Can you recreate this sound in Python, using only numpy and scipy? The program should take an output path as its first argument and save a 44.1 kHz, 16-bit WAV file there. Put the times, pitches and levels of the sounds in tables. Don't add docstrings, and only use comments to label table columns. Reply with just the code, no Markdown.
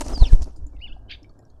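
import sys
import numpy as np
from scipy import signal
from scipy.fft import rfft, irfft
from scipy.io import wavfile
from scipy.ndimage import uniform_filter1d, map_coordinates

SR = 44100
rng = np.random.default_rng(int(sys.argv[2]) if len(sys.argv) > 2 else 0)


def decibels_to_gain(level_db):
    exponent = np.asarray(level_db, float) / 20
    return 10 ** exponent


def bounce(signal):
    frames = np.transpose(np.atleast_2d(signal))
    limited = np.clip(frames, -1, 1)
    pcm = np.round(limited * 32767).astype(np.int16)
    wavfile.write(sys.argv[1], SR, pcm)


N = 70560


def unit(x):
    return x / np.sqrt(np.mean(x ** 2) + 1e-20)


def curve(rows, t):
    s, *cols = np.transpose(rows)
    return [np.interp(t, s, c) for c in cols]


def swell(rows):
    s, db = np.transpose(rows)
    return decibels_to_gain(np.interp(np.arange(N) / SR, s, db, left=-150, right=-150))


def bursts(s, db, length_s):
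    t = np.arange(N) / SR
    shape = np.exp(-((t - s[:, None]) / length_s[:, None]) ** 2)
    return (decibels_to_gain(db)[:, None] * shape).sum(0)


def wobble(rate_hz):
    knots = rng.standard_normal(int(N * rate_hz / SR) + 4)
    return map_coordinates(knots, [np.arange(N) * rate_hz / SR])


def noise(spectrum, patchy_db=0):
    z = signal.stft(rng.standard_normal(N + 8192), nperseg=256)[2]
    field = uniform_filter1d(rng.standard_normal(z.shape), size=8, axis=0)
    field = uniform_filter1d(field, size=7, axis=1)
    x = signal.istft(z * decibels_to_gain(patchy_db * unit(field)), nperseg=256)[1]
    hz, db = np.transpose(spectrum)
    bins_hz = np.fft.rfftfreq(len(x), 1 / SR)
    gain = decibels_to_gain(np.interp(np.log(bins_hz + 1), np.log(hz + 1), db, left=-60))
    return unit(irfft(rfft(x) * gain, len(x))[:N])


def tone(rows, partials, waver):
    glide_s, fade_s = .003, .003
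    t = np.arange(N) / SR
    hz, db = curve(rows, t)
    hz = uniform_filter1d(hz, size=round(glide_s * SR))
    phase = 2 * np.pi * np.cumsum(hz * (1 + waver * wobble(300))) / SR
    wave = sum(decibels_to_gain(g + 2.4 * wobble(250)) * np.sin(k * phase) for k, g in partials)
    to_edge_s = np.minimum(t - rows[0][0], rows[-1][0] - t)
    return np.sqrt(2) * decibels_to_gain(db) * wave * np.clip(to_edge_s / fade_s, 0, 1)


def wings():
    # (time [s], feather rush [dB], body thud [dB], length [s])
    beats = [(0.01, -27.5, -37, 0.0023), (.018, -36.5, -29.5, 0.0067), (0.065, -43, -32, 0.0021),
             (0.105, -49.5, -36.5, 0.034), (0.178, -45, -31, 0.0033), (0.227, -48.5, -35.5, 0.014),
             (0.334, -46, -28.5, 0.0056), (0.331, -50.5, -54, 0.027), (0.424, -59, -44, 0.0087),
             (.136, -56, -41, 0.0026), (0.203, -49.5, -45, .002), (0.213, -52, -47, 0.0015)]
    # (time [s], level [dB], length [s])
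    shakes = [(.009, -34.5, 0.001), (0.053, -56, 0.0038), (0.084, -35.5, 0.0013), (0.178, -54, 0.0012),
              (0.32, -48, 0.0026), (0.336, -47, .005), (0.422, -44.5, 0.0025), (.429, -45, 0.0059),
              (0.442, -56, 0.0033)]
    # (time [s], level [dB])
    stir = [(0, -48.5), (.1, -51), (.25, -53), (.36, -59), (.46, -61), (.55, -74), (.66, -80.5),
            (1.6, -110)]
    # (frequency [Hz], density [dB per Hz])
    feather = [(700, -20), (1500, 5.5), (2400, 7), (5800, 6), (8300, 7.5), (12800, -8), (14300, -17.5),
               (16000, -42)]
    rustle_colour = [(880, -40), (1500, -17.5), (2420, -38.5), (2600, -4), (3940, -3), (4230, 2),
                     (5860, 4.5), (11100, -11), (13000, -23.5), (15500, -44), (22000, -120)]
    body = [(76, -28.5), (130, -3), (182, -12), (266, 2), (298, -6), (735, -9.5), (2500, -33.5),
            (3250, -58), (5500, -120)]

    s, rush_db, thud_db, length_s = np.transpose(beats)
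    rush_noise = unit(decibels_to_gain(2.5 * wobble(500)) * noise(feather, patchy_db=1.2))
    rush = bursts(s, rush_db, length_s) * rush_noise

    stir_db, = curve(stir, np.arange(N) / SR)
    rustle_noise = unit(decibels_to_gain(1.6 * wobble(250)) * noise(rustle_colour, patchy_db=2.5))
    rustle = (decibels_to_gain(stir_db) + bursts(*np.transpose(shakes))) * rustle_noise

    start_db = stir[0][1]
    body_db = start_db + 8 + 0.84 * (stir_db - start_db)
    thud = bursts(s, thud_db, length_s) + decibels_to_gain(body_db + 3.5 * wobble(37.2))
    thud_noise = unit(decibels_to_gain(0.9 * wobble(116.4)) * noise(body, patchy_db=2.0))
    return rush + rustle + thud * thud_noise


def downwash():
    # (time [s], level [dB])
    buffet = [(0, -27), (.14, -22), (.22, -25), (.34, -30.5), (.42, -17), (.55, -31.5), (.7, -37),
              (.83, -32), (1, -32.5), (1.1, -37), (1.3, -46.5), (1.6, -45)]
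    # (frequency [Hz], density [dB per Hz])
    gust = [(5, 6), (10, 5.5), (25, -8), (61, -5.5), (85, -14.5), (115, -36.5), (200, -23), (300, -75)]
    # (time [s], pressure ahead [full scale],
    # pressure behind [full scale], core ahead [s], core behind [s])
    vortices = [
        (.2228, 4.2, -2.15, .0066, .0108),
        (.3343, -4.1, 5.1, .009, .013),
        (.256, -.1, .6, .005, .012),
        (.139, -.5, .35, .012, .008),
    ]
    wake_fall, core_blur_s, vent_hz = 2.1, .0038, 9
    t = np.arange(N) / SR
    air = decibels_to_gain(curve(buffet, t)[0] + 3.22 * wobble(14.3)) * noise(gust)
    for s, ahead, behind, core_ahead_s, core_behind_s in vortices:
        u = np.where(t < s, (s - t) / core_ahead_s, (t - s) / core_behind_s)
        air = air + np.where(t < s, ahead, behind) * u / (1 + u * u) ** wake_fall
    air = uniform_filter1d(air, size=round(core_blur_s * SR))
    return signal.lfilter([1, -1], [1, -np.exp(-2 * np.pi * vent_hz / SR)], air)


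def rumble():
    # (frequency [Hz], density [dB per Hz])
    far = [(95, 3), (125, -11.5), (183, -18), (271, -11.5), (450, -20.5), (676, -21.5), (1750, -41),
           (2000, -58.5), (5000, -54), (9000, -57.5), (15500, -66.5)]
    return decibels_to_gain(-53.5) * noise(far, patchy_db=2.0)


def ticks():
    # (time [s], peak [dB], ring [Hz], t60 [s])
    contacts = [ (.0095, -22, 600, .035), (.011, -21, 920, .025), (.012, -27, 350, .04),
                (.159, -40, 3200, .018), (.175, -31, 300, .03), (.222, -33, 720, .04),
                (.327, -26, 400, .04), (.328, -33, 900, .02), (.385, -37, 290, .06), (.419, -40, 620, .04),
                (.42, -45, 1050, .03), (.56, -54, 4900, .047), (.562, -61, 7130, .07),
                (.564, -62, 8660, .07), (.575, -40, 324, .07), (.661, -39, 285, .1),
                (.667, -51, 7090, .035), (.766, -54, 2660, .025), (.792, -60, 3710, .06),
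                (.932, -64, 5500, .008), (.964, -39, 745, .037), (1.025, -52, 690, .06),
                (1.107, -57, 5340, .064), (1.108, -68, 6100, .25), (1.11, -68, 6700, .16),
                (1.219, -41, 297, .07), (1.2307, -49, 5330, .022), (1.244, -50, 2290, .04),
                (1.294, -57, 4450, .03), (1.297, -56, 1220, .04), (1.304, -69, 6500, .01),
                (1.34, -69, 5000, .006), (1.3905, -57, 7150, .015), (1.391, -58, 11000, .004),
                (1.391, -63, 1850, .04), (1.3913, -59, 5300, .018), (1.425, -68, 4100, .012),
                (1.4517, -58, 5600, .02), (1.482, -71, 8000, .005), (1.496, -69, 6800, .006),
                (1.5006, -60, 4300, .027), (1.502, -60, 6500, .015), (1.598, -45, 4500, .0017)]
    overtone, overtone_db = 1.33, -16
    crack_db, crack_t60_s = -10, .0041
    slap_s, slap_db = .0135, -15.5
    out, t = np.zeros(N + SR), np.arange(SR // 5) / SR
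    for s, db, hz, t60_s in contacts:
        grit = rng.standard_normal(len(t))
        bright = np.clip(hz / 5000, 0, 1)
        rough = 1 + 2.5 * uniform_filter1d(grit, size=30) * bright
        modes = np.sin(2 * np.pi * hz * t)
        modes = modes + decibels_to_gain(overtone_db) * np.sin(2 * np.pi * overtone * hz * t)
        ring = decibels_to_gain(-60 * t / t60_s) * (1 - np.exp(-t * hz)) * rough * modes
        crack = decibels_to_gain(crack_db - 60 * t / crack_t60_s) * uniform_filter1d(grit, size=3) * bright ** 2
        out[round(s * SR):][:len(t)] += decibels_to_gain(db) * (ring + crack)
    slap = np.roll(out, round(slap_s * SR))
    return (out + decibels_to_gain(slap_db) * slap)[:N]


def trees(x):
    t60_s, first_s = .24, .004
    t = np.arange(SR // 2) / SR
    tail = rng.standard_normal(len(t)) * decibels_to_gain(-60 * t / t60_s) * (t > first_s)
    return signal.fftconvolve(x, tail / np.linalg.norm(tail))[:N]


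def whistles():
    # (time [s], pitch [Hz], level [dB])
    glides = [
        [(.125, 5270, -55), (.135, 5200, -46.5), (.15, 5050, -35), (.166, 4800, -38.5), (.18, 4600, -45.5),
         (.2, 4300, -48), (.225, 4000, -45), (.243, 3650, -38.5), (.262, 3000, -42), (.289, 2430, -51)],
        [(.183, 5750, -55), (.205, 4600, -46.5), (.217, 4180, -36), (.226, 3950, -53), (.238, 3550, -44),
         (.26, 2650, -42.5), (.278, 2300, -61), (.297, 1800, -58), (.318, 1600, -54)],
        [(.254, 6000, -45), (.264, 5600, -46.5), (.28, 4900, -47.5), (.293, 4050, -51), (.299, 3950, -61)],
        [(.197, 950, -48), (.212, 1000, -43), (.22, 955, -41), (.226, 760, -30), (.233, 650, -43)],
    ]
    return sum(tone(note, [(0.99, 0)], .009) for note in glides)


def chirps():
    # (time [s], pitch [Hz], level [dB])
    calls = [
        [(.72, 2370, -94), (.735, 2350, -79.5), (.785, 2050, -71.5), (.79, 1883, -105)],
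        [(.8, 1944, -62.5), (.812, 2314, -60), (.822, 2805, -42), (.842, 3018, -37.5), (.862, 2788, -44.5),
         (.872, 2270, -57), (.88, 1950, -73)],
        [(.874, 3680, -51.5), (.885, 3358, -51), (.901, 2653, -52), (.915, 2657, -57), (.927, 2955, -48),
         (.938, 3760, -64.5)],
        [(.88, 1760, -67), (.91, 1317, -71.5), (.935, 1530, -64)],
        [(1.5, 3140, -88), (1.55, 3540, -91), (1.57, 3140, -83)],
    ]
    # (time [s], level [dB])
    tweet = [(.8, -77), (.815, -60), (.83, -71), (.9, -73), (.99, -87)]
    # (frequency [Hz], density [dB])
    tweet_band = [(3800, -33), (4200, -2), (5100, -6), (5500, -23), (7000, -87)]
    clear = sum(tone(call, [(0.99, 0.0024)], .006) for call in calls)
    return clear + swell(tweet) * noise(tweet_band, patchy_db=-4)


def insect():
    # (time [s], pitch [Hz], level [dB])
    hum = [(.88, 1636, -73), (1.1, 1654, -80), (1.3, 1650, -86), (1.49, 1640, -79)]
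    return tone(hum, [(0.98, 0)], .012)


def harsh_call():
    # (time [s], pitch [Hz], level [dB])
    main = [(1.082, 2980, -63), (1.095, 3058, -53), (1.099, 3300, -44), (1.102, 1996, -50),
            (1.108, 2505, -39.5), (1.114, 3397, -40), (1.118, 3718, -37.5), (1.1215, 2610, -37.5),
            (1.127, 2087, -43), (1.135, 2480, -51), (1.141, 2100, -50)]
    upper = [(1.122, 3600, -46), (1.13, 3155, -48), (1.134, 3400, -52), (1.139, 3863, -41),
             (1.143, 3700, -55), (1.146, 3924, -45.5), (1.15, 3400, -47), (1.157, 2840, -56)]
    lower = [(1.092, 1490, -60), (1.101, 1643, -56), (1.109, 1396, -62), (1.116, 1802, -48),
             (1.122, 1462, -56), (1.135, 1620, -65), (1.15, 1686, -58), (1.158, 1550, -60)]
    top = [(1.094, 3800, -58), (1.102, 4000, -53.5), (1.109, 4800, -47), (1.11, 3900, -53),
           (1.115, 4950, -44), (1.12, 4500, -48), (1.126, 4500, -46), (1.133, 4700, -57),
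           (1.156, 4500, -64)]
    # (multiple [ratio], level [dB])
    partials = [(1, 0)]
    # (time [s], level [dB])
    rasp_swell = [(1.088, -75), (1.097, -48.5), (1.112, -38.5), (1.13, -44), (1.15, -47.5), (1.165, -64)]
    # (frequency [Hz], density [dB])
    rasp = [(900, -26), (1300, -17), (1600, -7), (2200, -4), (3300, 6), (4900, -9), (5600, -28),
            (7000, -46), (10000, -45)]
    strands = sum(tone(rows, partials, .012) for rows in (main, upper, lower, top))
    return strands + swell(rasp_swell) * noise(rasp)


def scene():
    near = ticks() + whistles() + chirps() + insect() + harsh_call()
    echoes = decibels_to_gain(-15) * trees(near)
    return (wings() + downwash() + rumble() + near + echoes)[None]


def top_cut(x):
    return signal.sosfilt(signal.butter(12, 15740, fs=SR, output="sos"), x)


def record(dry):
    limit = .953
    mix = np.clip(dry, -limit, limit)
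    return top_cut(mix)


dry = scene()
out = record(dry)
bounce(out)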